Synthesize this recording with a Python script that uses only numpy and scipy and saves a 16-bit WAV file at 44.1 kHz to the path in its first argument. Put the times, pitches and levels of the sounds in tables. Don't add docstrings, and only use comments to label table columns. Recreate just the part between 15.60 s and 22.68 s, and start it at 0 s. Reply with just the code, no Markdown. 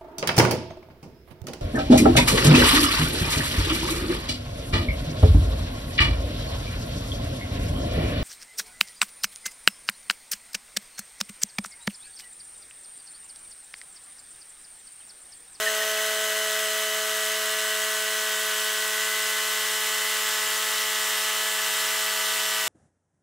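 import sys
import numpy as np
from scipy import signal
from scipy.io import wavfile
from scipy.ndimage import uniform_filter1d

SR = 44100
rng = np.random.default_rng(int(sys.argv[2]) if len(sys.argv) > 2 else 0)


def volts_from_db(level):
    exponent = np.asarray(level, float) / 20
    return 10 ** exponent


def digitize_waveform(pressure):
    field = np.atleast_2d(pressure).T
    bounded = np.clip(field, -1, 1)
    quanta = np.round(bounded * 32767).astype(np.int16)
    wavfile.write(sys.argv[1], SR, quanta)


N = 312228
STEP = 200

# time in seconds, shaft speed in Hz.
SHAFT_SPEED = [(0, 107.65), (.45, 107.81), (1.2, 107.58), (1.65, 107.72), (2.0, 107.64), (2.5, 107.73),
               (2.97, 107.43), (3.5, 107.81), (3.85, 107.71), (4.25, 107.83), (4.7, 107.57), (5.05, 107.72),
               (5.55, 107.58), (6.0, 107.71), (7.08, 107.63)]
# multiple of shaft speed, rms level far in dB, rms level near in dB,
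# echo share 0-1, moment in seconds when the echo adds fully.
LOW_ORDERS = [(2, -57.5, -57.3, 0, 0), (4, -40.7, -45.7, 0.15, 0.0), (5, -56.8, -62.3, 0.6, 6.9),
              (6, -37.0, -44.2, 0.45, 9.3), (7, -64.2, -60.3, 0.75, 6.7), (8, -52.1, -51.6, 0.75, 5.3),
              (9, -54.2, -46.7, 0.15, 1.0), (10, -44.9, -48.7, 0.45, 4.2), (11, -49.3, -44.9, 0.15, 2.2),
              (12, -44.1, -44.3, 0.3, 0.7), (13, -53.9, -55.2, 0, 0.0), (14, -37.2, -42.9, 0.3, 3.3),
              (15, -44.0, -54.4, 0.15, 2.5), (16, -42.8, -42.0, 0.15, 1.8), (17, -55.3, -56.1, 0.15, 1.7),
              (18, -36.8, -39.4, 0, 0.0), (19, -53.4, -56.4, 0.15, 0.2), (20, -55.4, -47.8, 0.45, 2.1),
              (21, -63.6, -55.8, 0.6, 1.3), (22, -64.2, -51.8, 0.15, 1.6)]
# multiple of shaft speed, rms level far in dB, rms level near in dB.
HIGH_ORDERS = [(23, -53.6, -55.7), (24, -50.8, -49.7), (25, -58.7, -45.2), (26, -46.7, -44.5),
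               (27, -56.7, -47.4), (28, -39.5, -39.5), (29, -61.3, -56.2), (30, -43.5, -44.2),
               (31, -54.7, -56.4), (32, -51.4, -47.1), (33, -60.6, -56.0), (34, -50.1, -43.9),
               (35, -64.9, -58.6), (36, -60.9, -55.1), (37, -60.5, -56.0), (38, -54, -47.5),
               (39, -63.8, -52.1), (41, -62.6, -57.1), (42, -62.6, -53.0), (44, -67.4, -55.6),
               (46, -59.6, -54.8), (48, -56.2, -63.7), (49, -52, -52.5), (50, -62, -46), (52, -61.0, -59.1),
               (56, -56.8, -61.4), (57, -43.5, -58)]
SIDEWAYS_ORDERS = {4: -69, 6: -56}
# time in seconds, nearness (0 far, 1 near, may run
NOISE_NEARNESS = [(0, -0.78), (1.5, -0.93), (3, 0.1), (4.5, 1.04), (6, 1.3), (7.08, 1.38)]
# frequency in Hz, density in dB per Hz.
ROAR_FAR = [(30, -100.4), (100, -99.5), (170, -99.5), (260, -95), (370, -87.5), (480, -84), (600, -82),
            (720, -75.5), (900, -76.5), (1150, -71), (1500, -69), (1950, -68), (2400, -72), (3000, -67.5)]
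# frequency in Hz, density in dB per Hz.
ROAR_NEAR = [(30, -100.1), (100, -99.2), (170, -100), (260, -98), (370, -85), (480, -83.5), (600, -81.5),
             (720, -80), (900, -76), (1150, -70), (1500, -68.5), (1950, -68), (2400, -71), (3000, -67.5)]
# frequency in Hz, density in dB per Hz.
HISS_FAR = [(3500, -69.5), (4000, -70.5), (4500, -72.5), (5200, -72.5), (5800, -71.5), (6500, -71.5),
            (7200, -71.5), (7800, -69), (8600, -72.5), (9600, -73.5), (11000, -76), (12500, -74),
            (14000, -78.5), (15700, -76.5)]
# frequency in Hz, density in dB per Hz.
HISS_NEAR = [(3500, -69), (4000, -70.5), (4500, -71.5), (5200, -71), (5800, -70.5), (6500, -71.5),
             (7200, -69.5), (7800, -69), (8600, -70.5), (9600, -72.5), (11000, -75), (12500, -74),
             (14000, -76.5), (15700, -76.5)]
# frequency in Hz, width in Hz, lift far
# in dB, lift near in dB.
NOISE_RINGS = [(1530, 90, 2, 1), (1800, 90, -1, 1), (3240, 120, 1, 2), (2720, 60, -3, -1),
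               (735, 110, -6, -1), (4110, 70, 2, 2), (4280, 90, -3, -3), (4530, 70, 3, 4),
               (4680, 120, -2, -2), (5200, 200, 3, 2), (5050, 90, -2, -2), (5780, 150, -2, 0),
               (6620, 120, -2, -1), (5500, 90, -2, -3),
               (6135, 80, 3, 1), (6745, 60, 4, 2), (7640, 120, -1, 2), (8150, 140, 3, -1),
               (9350, 120, -2, -1), (9880, 140, 2, 1), (10400, 250, 2, -1), (11300, 200, 1, -2),
               (11750, 350, -2, 2), (12950, 150, 2, 0), (13600, 300, -1, -1.5), (14150, 250, 2, 2),
               (14880, 120, 2, 3)]
# frequency in Hz, share far 0-1, share near 0-1.
STROKE_SHARE = [(900, 0, .02), (2080, 0, 0.048), (3220, 0.54, 0.093), (4530, 0, 0.029), (7000, 0.25, 0.12),
                (8240, 0.48, 0.41), (14000, 0.4, 0.38)]
# frequency in Hz, rms level far in dB, near in dB.
BLADE_SINGING = [(4110, -52, -52), (6746, -48.5, -59), (4522, -57, -55)]
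# time in seconds, frequency in Hz, rms level in dB.
ROLLER_WHINE = [(0, 2010, -44), (.7, 2027, -42), (2.6, 1986, -44.5), (2.97, 2006, -49), (3.55, 2018, -37),
                (4.4, 2028, -39), (4.8, 2014, -41), (7.08, 2013, -42)]
# frequency in Hz, rms level far in
# dB, rms level near in dB.
FAINT_HUMS = [(282, -74, -80), (323, -78, -69), (390, -72, -64), (468, -68, -65), (2205, -56, -56)]
# start in seconds, rms level in dB, start pitch in Hz,
# end pitch in Hz, length in seconds.
SQUEAKS = [
    (.062, -24, 1860, 1790, .025),
    (.206, -29, 1910, 1830, .026),
    (.362, -37, 2720, 2550, .02),
    (.378, -35.5, 2400, 1700, .04),
    (.503, -37, 2000, 1980, .02),
    (3.78, -37, 1790, 1790, .022),
    (4.36, -37, 1850, 1800, .022),
    (5.49, -37, 1800, 1800, .022),
    (5.98, -36, 1750, 1750, .022),
]
# frequency in Hz, side minus mid in dB.
STEREO_WIDTH = [(250, -50), (450, -6), (800, -34), (1800, -22), (2500, -23.5), (3100, -14.5), (6400, -10),
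                (15000, -11.5)]
# frequency in Hz, left minus right in dB.
STEREO_LEAN = [(5000, 0), (8000, .6), (15000, .1)]


def read(points, hz, column=1):
    table = np.array(points, float)
    return np.interp(np.log(hz + 1), np.log(table[:, 0] + 1), table[:, column])


def curve(rows, column=1):
    table = np.array(rows, float)
    return np.interp(np.arange(0, N + STEP, STEP) / SR, table[:, 0], table[:, column])


def fine(control):
    return np.interp(np.arange(N) / STEP, np.arange(len(control)), control)


def drift(rate_hz):
    size = max(int(SR / STEP / 2 / rate_hz), 1)
    steps = uniform_filter1d(rng.standard_normal(N // STEP + 2), size)
    steps = uniform_filter1d(steps, size // 2 + 1)
    return steps / steps.std()


def stereo(x, hz, lead_db=0):
    half = np.array([[.5], [-.5]])
    return x * volts_from_db(half * (read(STEREO_LEAN, hz) + lead_db))


def shaft_turns():
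    wheel_hz = 5.41
    tug_hz = np.linspace(.19, .07, N) * np.sin(2 * np.pi * wheel_hz * np.arange(N) / SR - 1.1)
    shaft_hz = fine(curve(SHAFT_SPEED) + 0.085 * drift(12.9))
    return np.cumsum(shaft_hz + tug_hz) / SR


def echoed(order, far_db, near_db, share=0, loudest_s=0):
    path_m_per_s, sound_m_per_s = .0541, 343
    t = np.arange(0, N + STEP, STEP) / SR
    slip_hz = order * SHAFT_SPEED[0][1] * path_m_per_s / sound_m_per_s
    echo = share * np.exp(2j * np.pi * slip_hz * (t - loudest_s))
    approach_db = far_db + (near_db - far_db) * t * SR / N
    return approach_db + 20 * np.log10(abs(1 + echo))


def drive(turns):
    casing_order, sideways_lag_turns = 15, .1
    out = np.zeros((2, N))
    for row in LOW_ORDERS + HIGH_ORDERS:
        order = row[0]
        level_db = echoed(*row) + 0.5 * (order > 23)
        if order > 23:
            spread = .25
        else:
            spread = 1 if order % 2 else .15
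        lag_turns = .03 if order > casing_order else -.08
        start = rng.uniform(-np.pi, np.pi) * spread + 2 * np.pi * order * lag_turns
        flutter = min(order / 20, 1.3)
        flutter_db = flutter * (.7 * drift(1.5) + .8 * drift(16))
        size = fine(np.sqrt(2) * volts_from_db(level_db + flutter_db))
        phase = 2 * np.pi * order * turns + fine(start + .12 * flutter * drift(6))
        lead_db = .2 * flutter * rng.standard_normal()
        out += stereo(size * np.cos(phase), order * SHAFT_SPEED[0][1], lead_db)
        if order in SIDEWAYS_ORDERS:
            sideways = np.cos(phase - 2 * np.pi * sideways_lag_turns)
            out += np.sqrt(2) * volts_from_db(SIDEWAYS_ORDERS[order]) * sideways * [[1], [-1]]
    return out


def stroke_puffs(turns):
    stroke = np.floor(2 * turns).astype(int)
    chance_db = 1.16 * rng.standard_normal(2000)[stroke]
    puff = volts_from_db(-3.0 * (stroke % 2) + chance_db) * np.exp(-(2 * turns % 1) / 0.58)
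    return puff / np.sqrt(np.mean(puff ** 2))


def noise_level(hz, nearness):
    far_db = read(ROAR_FAR + HISS_FAR, hz)
    near_db = read(ROAR_NEAR + HISS_NEAR, hz)
    for ring_hz, width_hz, far_lift_db, near_lift_db in NOISE_RINGS:
        shape = 1 / (1 + (2 * (hz - ring_hz) / width_hz) ** 2)
        far_db = far_db + far_lift_db * shape
        near_db = near_db + near_lift_db * shape
    patches = uniform_filter1d(rng.standard_normal((len(nearness), len(hz))), 5, 0)
    patches = uniform_filter1d(patches, 20, 1).T
    approach_db = far_db[:, None] + nearness * (near_db - far_db)[:, None]
    return volts_from_db(approach_db + 0.64 * patches / patches.std())


def wide_noise(level, hz):
    real, imag = rng.standard_normal((2, 2) + level.shape)
    mid, side = real + 1j * imag
    side = side * volts_from_db(read(STEREO_WIDTH, hz))[:, None]
    lean = volts_from_db(read(STEREO_LEAN, hz) / 2)[:, None]
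    spectra = np.array([(mid + side) * lean, (mid - side) / lean]) * level
    return signal.istft(spectra, nperseg=2048, noverlap=1536)[1][:, :N]


def roar_and_hiss(turns, near):
    hop = 512
    hz = np.fft.rfftfreq(2048, 1 / SR)
    frame_at = np.arange(N // hop + 5) * hop
    nearness = np.interp(frame_at, np.arange(len(near)) * STEP, near)
    level = noise_level(hz, nearness)
    share_far = read(STROKE_SHARE, hz)[:, None]
    share_near = read(STROKE_SHARE, hz, column=2)[:, None]
    share = np.clip(share_far + nearness * (share_near - share_far), 0, 1)
    steady = wide_noise(level * np.sqrt(1 - share), hz)
    puffed = wide_noise(level * np.sqrt(share), hz) * stroke_puffs(turns)
    highpass = signal.butter(4, 900, "high", fs=SR, output="sos")
    sway_db = fine(0.14 * drift(6.6))
    return volts_from_db(16.5 + sway_db) * (steady + signal.sosfilt(highpass, puffed))


def tone(rows, waver_hz, flutter_db, pace_hz):
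    hz = fine(curve(rows) + waver_hz * drift(pace_hz))
    size = fine(np.sqrt(2) * volts_from_db(curve(rows, column=2) + flutter_db * drift(12)))
    return stereo(size * np.sin(2 * np.pi * np.cumsum(hz) / SR), rows[0][1])


def held(hz, far_db, near_db):
    return [(0, hz, far_db), (N / SR, hz, near_db)]


def blade_singing():
    return sum(tone(held(*row), waver_hz=7, flutter_db=2, pace_hz=6) for row in BLADE_SINGING)


def roller_whine():
    return tone(ROLLER_WHINE, waver_hz=2.5, flutter_db=2.2, pace_hz=12)


def squeaks():
    out = np.zeros((2, N))
    for start_s, db, start_hz, end_hz, length_s in SQUEAKS:
        t = np.arange(int(length_s * SR)) / SR
        hz = start_hz + (end_hz - start_hz) * t / length_s
        phase = 2 * np.pi * np.cumsum(hz) / SR
        throb = 1 - 0.22 * np.cos(2 * np.pi * 105 * t + 1.4)
        body = np.sqrt(2) * volts_from_db(db) * throb * signal.windows.tukey(len(t), .4)
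        at = round(start_s * SR)
        out[:, at:at + len(t)] += body * np.sin(phase + np.array([[.14], [-.14]]))
    return out


def fan_coast():
    start_hz, fall_hz_per_s = 592, 19
    start_db, fade_db_per_s = -49, 7
    coast_s = 1.3
    end_hz = start_hz - fall_hz_per_s * coast_s
    end_db = start_db - fade_db_per_s * coast_s
    rows = [(0, start_hz, start_db), (coast_s, end_hz, end_db), (coast_s + .3, end_hz, end_db - 30)]
    return tone(rows, waver_hz=.4, flutter_db=1.5, pace_hz=10)


def faint_hums():
    return sum(tone(held(*row), waver_hz=0.48, flutter_db=2.0, pace_hz=16) for row in FAINT_HUMS)


def scene():
    turns, near = shaft_turns(), curve(NOISE_NEARNESS)
    mill = drive(turns) + roar_and_hiss(turns, near)
    blade = blade_singing() + roller_whine()
    return mill + blade + squeaks() + fan_coast() + faint_hums()


def roll_off(x):
    return signal.sosfilt(signal.butter(12, 17090, fs=SR, output="sos"), x)


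def record(dry):
    edge = signal.firwin(1023, 15730, window=("kaiser", 10), fs=SR)
    mix = signal.oaconvolve(dry, edge[None], "same", axes=1)
    return roll_off(mix)


dry = scene()
out = record(dry)
digitize_waveform(out)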